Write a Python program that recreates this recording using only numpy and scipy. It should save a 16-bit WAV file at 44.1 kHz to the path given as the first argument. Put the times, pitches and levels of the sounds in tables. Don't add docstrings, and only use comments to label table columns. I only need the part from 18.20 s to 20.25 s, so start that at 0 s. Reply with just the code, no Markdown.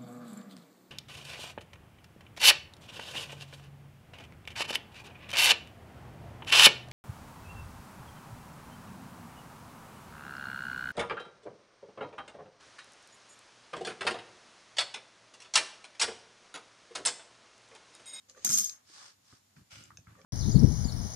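import sys
import numpy as np
from scipy import signal
from scipy.fft import rfft, irfft
from scipy.io import wavfile

SR = 44100
rng = np.random.default_rng(int(sys.argv[2]) if len(sys.argv) > 2 else 0)


def master_out(mix):
    frames = np.transpose(np.atleast_2d(mix))
    ceiling = np.clip(frames, -1, 1)
    pcm = np.round(ceiling * 32767).astype(np.int16)
    wavfile.write(sys.argv[1], SR, pcm)


N = 90404
HARD_ONSET_S, CUSHIONED_ONSET_S = 0.0003, 0.00096
# (time [s], level [dB])
ROCK_LEVELS = [(.255, -23.5), (0.274, -25), (0.284, -32.5), (.305, -18.5), (.345, -21.5), (.366, -23),
               (0.407, -23), (0.425, -30), (0.444, -29), (.47, -35.5), (.51, -43), (0.569, -56.5)]
# (frequency [Hz], level [dB])
HAND_HISS = [(1000, -32), (2500, -9), (3300, -3.5), (4000, -2), (5000, 3), (6100, 0), (7000, -4),
             (9000, -6), (11000, -26), (14000, -44)]


def dropped_tile(contacts, crack_t60_s=0.012, scrape_db=-17):
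    # (time [s], crack [dB], ring [dB], low-pass [Hz], share of free ring time [ratio])
    clacks = [(0.2448, -35, -44, 4700, .3), (0.2474, -19.5, -17.5, 15500, 0.46),
              (.2497, -17, -18, 15000, 0.31), (.263, -39, -33, 12000, .8), (0.292, -18.5, -25, 9000, 0.21),
              (.3372, -22, -23, 12300, 0.51), (.3415, -24, -24, 11900, .6),
              (0.3745, -23, -13.5, 11700, 0.65), (0.3862, -14.5, -16, 19000, .45),
              (.396, -31, -28, 14000, 0.73), (0.443, -30, -24.5, 8400, 0.93)]
    # (frequency [Hz], level [dB])
    crack_left = [(60, -22.5), (250, -23), (700, -27.5), (1500, -11.5), (2700, -13.5), (4400, -5.5),
                  (6000, 7.5), (8000, -3), (11800, -19), (13000, 2.5), (13900, -26)]
    crack_right = [(60, -40), (250, -25), (700, -26), (1500, -16), (2800, -12.5), (4700, -5.5), (7000, 5.5),
                   (9800, 1.5), (11900, -7), (13000, 0), (13900, -19)]
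    t = np.arange(N) / SR
    times, levels_db = np.array(ROCK_LEVELS).T
    scrape_gain = np.interp(t, times, undb(levels_db + scrape_db), left=0, right=0)
    cracks = rng.standard_normal((2, N)) * grit() * scrape_gain
    rings = np.zeros((2, N))
    bursts = rng.standard_normal((128, 2, 1024)) * fade(t[:1024], crack_t60_s)
    for (s, crack_db, ring_db, cutoff_hz, t60_share), burst in zip(clacks + contacts, bursts):
        add(cracks, s, undb(crack_db) * lowpass(burst, cutoff_hz))
        add(rings, s, undb(ring_db) * lowpass(tile_ring(t60_share), cutoff_hz))
    return rings + np.array([colour(cracks[0], crack_left), colour(cracks[1], crack_right)])


def tile_ring(t60_share, scatter_db=4, detune=0.0025, lag_rad=3.94, scatter_rad=0.53):
    # (frequency [Hz], level [dB], t60 [s], left minus right [dB])
    tile_modes = [(3217, -31, 0.052, -3), (3618, -27.5, 0.063, 0), (4940, -20, 0.039, 9),
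                  (5420, -16, 0.052, 10), (5850, -25, 0.026, -3), (6410, -6.5, 0.042, 0.5),
                  (6490, -15.5, 0.041, -1), (7500, -24, 0.045, -13), (9500, -24, .035, -3),
                  (13000, -11, 0.03, 1), (13080, -15.5, 0.035, -4), (14020, -35, .035, 1)]
    t, ring = np.arange(4096) / SR, 0
    for hz, db, t60, pan_db in tile_modes:
        phase_draw, level_draw, pitch_draw = rng.standard_normal(3)
        lag = np.array([[0], [lag_rad + scatter_rad * phase_draw]])
        gain = undb(db + scatter_db * level_draw + np.array([[pan_db], [-pan_db]]) / 2)
        tone = np.sin(2 * np.pi * hz * (1 + detune * pitch_draw) * t - lag)
        ring = ring + gain * fade(t, t60 * t60_share) * tone
    return ring * rise(t, HARD_ONSET_S)


def rocking_contacts(start_per_s=134.96, end_per_s=259.2, jitter=0.2, bright_hz=12600, hz_per_db=174):
    times, levels_db = np.array(ROCK_LEVELS).T
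    s, contacts = times[0], []
    for gap_draw in rng.standard_normal(90):
        ring_db = np.interp(s, times, levels_db)
        crack_db = ring_db - 6
        cutoff_hz = bright_hz + hz_per_db * (ring_db - levels_db.max())
        if s < times[-1]:
            contacts.append((s, crack_db, ring_db, cutoff_hz, 1))
        rate_per_s = np.interp(s, times[[0, -1]], [start_per_s, end_per_s])
        s += np.exp(jitter * gap_draw) / rate_per_s
    return contacts


def table_top(contacts, onset_s=0.004, drum_fade_s=0.17):
    # (time [s], level [dB], pitch [Hz], t60 [s])
    bumps = [(0.246, -41, 213, 0.035), (0.266, -45.5, 228, 0.05), (0.2932, -42.5, 157.6, .07),
             (.310, -48.5, 193, 0.08), (.326, -51.5, 223, 0.04), (.695, -67, 323, 0.065),
             (1.126, -52.5, 115.6, .05), (1.127, -60, 261, 0.054), (1.366, -58, 136.5, 0.054),
             (1.413, -46.5, 115.4, 0.038), (1.524, -58.5, 97.3, 0.15), (1.565, -60, 113, 0.11),
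             (1.601, -52.5, 193, 0.045), (1.722, -58.5, 114, 0.065), (1.787, -52.5, 105.3, 0.072),
             (1.873, -50.5, 103.6, 0.085), (1.911, -57, 113.7, 0.13), (2.043, -50, 146, 0.033)]
    # (multiple of pitch [ratio], level [dB])
    partials = [(1, 3.5), (1.45, -3.5), (2.05, -10.5), (2.8, -15.5)]
    # (frequency [Hz], level [dB], t60 [s])
    top_modes = [(208.3, -31, 0.12), (300.4, -27.5, 0.047), (765, -33.5, 0.029), (1324, -26.5, 0.04)]
    t, out = np.arange(SR // 4) / SR, np.zeros((2, N))
    onset = rise(t, onset_s)
    for s, db, hz, t60 in bumps:
        thump = sum(undb(part_db) * np.sin(2 * np.pi * hz * ratio * t) for ratio, part_db in partials)
        add(out, s, undb(db) * 2 * thump * onset * fade(t, t60))
    drum = onset * sum(undb(db) * fade(t, t60) * np.sin(2 * np.pi * hz * t) for hz, db, t60 in top_modes)
    for s, _, db, *_ in contacts:
        coupling = np.exp(-((s - contacts[0][0]) / drum_fade_s) ** 8)
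        add(out, s, undb(db) * coupling * drum)
    return out


def tile_knocks():
    # (time [s], level [dB], pitch [Hz])
    knocks = [(0.148, -52, 1474), (0.2488, -36, 810), (.309, -42, 957), (0.2691, -35, 1461),
              (.301, -37, 1378), (1.125, -50, 1255), (1.366, -53, 1536), (1.7045, -42, 1180),
              (1.716, -52, 1287), (1.785, -56, 530), (1.8698, -46.5, 1340), (1.88, -52.5, 1240),
              (1.952, -49, 1190), (2.0465, -47.5, 970)]
    # (multiple of pitch [ratio], level [dB], t60 [s])
    knock_modes = [(.8, -8, 0.013), (1, 2.5, 0.018), (1.18, -8.5, 0.041), (1.6, -6, 0.018)]
    out = np.zeros((2, N))
    for s, db, hz in knocks:
        add(out, s, undb(db) * struck(knock_modes, hz, CUSHIONED_ONSET_S, scatter_rad=0.73))
    return out


def tile_clicks(tick_t60_s=0.0032):
    # (time [s], level [dB], pitch [Hz], relative body [dB], relative tick [dB])
    clicks = [(0.0973, -45.5, 7230, -12, 5), (0.1118, -51.5, 6130, -23, -22), (.4957, -34, 6100, -12, 11.5),
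              (1.638, -44.5, 7200, -30, -10), (1.772, -40.5, 6250, -3, -23), (2.015, -55.5, 5600, 4.5, 1)]
    # (multiple of pitch [ratio], level [dB], t60 [s])
    ring_modes = [(.87, -5, 0.018), (1, 2, 0.017), (1.42, -11.5, 0.0083), (1.68, -23, 0.0087)]
    body_modes = [(.26, -6.5, 0.016), (.41, -3, 0.018), (.58, -7, 0.016)]
    # (frequency [Hz], level [dB])
    tick_shape = [(100, -18), (1500, -26), (3200, -20), (4100, 13), (7500, 9.5), (10000, -22), (14000, -19)]
    t, out = np.arange(SR // 10) / SR, np.zeros((2, N))
    for s, db, hz, body_db, tick_db in clicks:
        burst = rng.standard_normal((2, len(t))) * fade(t, tick_t60_s)
        tick = np.array([colour(channel, tick_shape) for channel in burst])
        ring = struck(ring_modes, hz, HARD_ONSET_S, scatter_rad=0.7)
        body = struck(body_modes, hz, HARD_ONSET_S, scatter_rad=0.7)
        add(out, s, undb(db) * (ring + undb(body_db) * body + undb(tick_db) * tick))
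    return out


def sleeve_brushes():
    # (start [s], attack [s], release [s], body [dB], hiss [dB])
    strokes = [(0.63, 0.15, 0.17, -59, -52), (0.73, 0.093, 0.1, -63.5, -78), (.81, .06, .11, -69.5, -64),
               (1.005, 0.13, 0.089, -67.5, -61.5), (1.358, 0.0073, 0.095, -66, -69.5),
               (1.86, 0.029, 0.25, -64.5, -87), (0.456, 0.048, 0.16, -63.5, -96)]
    # (frequency [Hz], level [dB])
    body_shape = [(100, -35), (330, -5), (500, -2.5), (1100, 6), (1600, 4.5), (2500, -3), (4000, -9.5),
                  (8000, -32)]
    return rubbing(strokes, noise(body_shape), HAND_HISS)


def hand_sweep():
    # (start [s], attack [s], release [s], body [dB], hiss [dB])
    strokes = [(1.494, 0.024, 0.23, -54, -54.5)]
    # (frequency [Hz], level [dB])
    body_shape = [(100, -12), (400, -29), (530, -1.5), (700, -6), (1150, -8), (1400, 4.5), (1750, -8),
                  (2300, 1), (2600, -4), (2900, 1.5), (3600, -9.5), (4100, -23)]
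    return rubbing(strokes, noise(body_shape), HAND_HISS)


def tile_slides(creak_hz=522.7, slips_per_s=960):
    # (start [s], attack [s], release [s], creak [dB], ring [dB])
    strokes = [(.08, 0.013, 0.07, -69.5, -61), (.14, 0.035, 0.051, -56.5, -62),
               (.17, 0.074, 0.23, -72, -56), (1.94, 0.063, 0.046, -59.5, -71.5)]
    # (multiple of pitch [ratio], level [dB], t60 [s])
    creak_modes = [(.8, -5, 0.063), (1, -0.5, 0.12), (2.27, -2.5, 0.037), (3.5, -1.5, 0.025)]
    # (frequency [Hz], level [dB])
    ring_shape = [(2000, -5), (4000, -4), (5200, -2), (5900, -4), (6450, 7.5), (7200, -5.5), (9000, -11),
                  (14000, -47)]
    slips = (rng.random(N) < slips_per_s / SR) * rng.standard_normal(N)
    slip_ring = struck(creak_modes, creak_hz, CUSHIONED_ONSET_S, scatter_rad=0.62)
    creak = signal.fftconvolve(slips[None], slip_ring, axes=1)[:, :N]
    return rubbing(strokes, creak / creak.std(), ring_shape)


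def wrist_drags():
    # (start [s], attack [s], release [s], level [dB])
    drags = [(1.35, 0.032, .08, -57), (1.5, 0.078, 0.41, -59), (1.85, 0.043, 0.41, -64.5)]
    # (frequency [Hz], level [dB])
    rumble_shape = [(50, -18), (100, 2.5), (230, -6), (330, -11), (600, -35.5)]
    return noise(rumble_shape) * sum(undb(db) * swell(*timing) for *timing, db in drags)


def near_echoes(x):
    # (left delay [ms], right delay [ms], level [dB])
    echoes = [(2.36, 1.735, -15.5), (3.77, 3.455, -10), (7.06, 6.58, -16)]
    out = x.copy()
    for *delays_ms, db in echoes:
        for channel, ms in enumerate(delays_ms):
            lag = int(ms * SR / 1000)
            out[channel, lag:] += undb(db) * x[channel, :-lag]
    return out / np.sqrt(1 + sum(undb(db) ** 2 for *_, db in echoes))


def room(x, wet_db, t60_s=0.16, delay_s=0.004, low_cut_hz=400):
    t = np.arange(SR // 2) / SR
    tail = rng.standard_normal((2, len(t))) * fade(t, t60_s) * (t > delay_s)
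    tail /= np.linalg.norm(tail, axis=1, keepdims=True)
    return x + undb(wet_db) * signal.fftconvolve(x, highpass(tail, low_cut_hz), axes=1)[:, :N]


def background(air_db=-69):
    # (frequency [Hz], level [dB])
    air_shape = [(25, -12), (55, -15), (100, 3), (150, -6), (210, -2), (300, -8), (450, -11.5), (700, -8),
                 (1400, -11), (2500, -13.5), (4500, -12.5), (7200, -12), (8700, -16.5), (14000, -19.5)]
    tones = [(6957, -86.5), (7016, -81)]
    t = np.arange(N) / SR
    whine = sum(undb(db) * np.sin(2 * np.pi * hz * t) for hz, db in tones)
    return undb(air_db) * noise(air_shape) + whine


def struck(modes, hz, onset_s, scatter_rad):
    t, ring = np.arange(SR // 10) / SR, 0
    for ratio, db, t60 in modes:
        phase = scatter_rad * rng.standard_normal((2, 1))
        ring = ring + undb(db) * fade(t, t60) * np.sin(2 * np.pi * hz * ratio * t + phase)
    return ring * rise(t, onset_s)


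def rubbing(strokes, body, hiss_shape):
    hiss = noise(hiss_shape)
    return grit() * sum(swell(*timing) * (undb(body_db) * body + undb(hiss_db) * hiss)
                        for *timing, body_db, hiss_db in strokes)


def grit(depth_db=2.5, rate_hz=499.3):
    position = np.arange(N) / SR * rate_hz
    gain = undb(depth_db * np.interp(position, np.arange(N), rng.standard_normal(N)))
    return gain / np.sqrt(np.mean(gain ** 2))


def noise(shape):
    # (frequency [Hz], correlation [-1..1])
    likeness = [(100, 0.98), (250, 0.73), (600, -0.49), (2000, 0.19), (5000, 0.022), (12000, -0.041)]
    correlation = np.clip(at_bins(likeness, N), -1, 1)
    spectra = rfft(rng.standard_normal((2, N))) * undb(at_bins(shape, N))
    mid, side = spectra * np.sqrt([1 + correlation, 1 - correlation])
    x = irfft([mid + side, mid - side], N)
    return x / x.std()


def colour(x, shape):
    cepstrum = irfft(np.log(undb(at_bins(shape, 1024))))
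    cepstrum[1:512] *= 2
    cepstrum[513:] = 0
    impulse = irfft(np.exp(rfft(cepstrum)))
    return signal.fftconvolve(x, impulse / np.linalg.norm(impulse))[:len(x)]


def at_bins(points, size):
    hz, value = np.array(points, float).T
    return np.interp(np.log(np.arange(size // 2 + 1) * SR / size + 1), np.log(hz), value)


def lowpass(x, hz):
    return signal.sosfilt(signal.butter(2, hz, fs=SR, output="sos"), x)


def highpass(x, hz):
    return signal.sosfilt(signal.butter(2, hz, "high", fs=SR, output="sos"), x)


def swell(start_s, attack_s, release_s):
    peak_s = start_s + attack_s
    return np.interp(np.arange(N) / SR, [start_s, peak_s, peak_s + release_s], [0, 1, 0]) ** 1.245


def rise(t, onset_s):
    return 1 - np.exp(-(t / onset_s) ** 2)


def fade(t, t60_s):
    return np.exp(-np.log(1000) * t / t60_s)


def undb(db):
    return 10 ** (np.asarray(db) / 20)


def add(out, start_s, x):
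    i = int(start_s * SR)
    out[:, i:i + x.shape[-1]] += x[..., :max(N - i, 0)]


def scene():
    friction = near_echoes(sleeve_brushes() + hand_sweep() + tile_slides())
    contacts = rocking_contacts()
    quiet_layers = background() + friction + wrist_drags()
    impacts = table_top(contacts) + tile_knocks() + near_echoes(dropped_tile(contacts))
    return quiet_layers + room(impacts, wet_db=-7) + room(tile_clicks(), wet_db=-8)


def record(dry):
    low_hz, top_hz = 44.5, 14400
    top_cut = signal.ellip(10, 0.2, 80, top_hz, fs=SR, output="sos")
    return signal.sosfilt(top_cut, highpass(dry, low_hz))


dry = scene()
out = record(dry)
master_out(out)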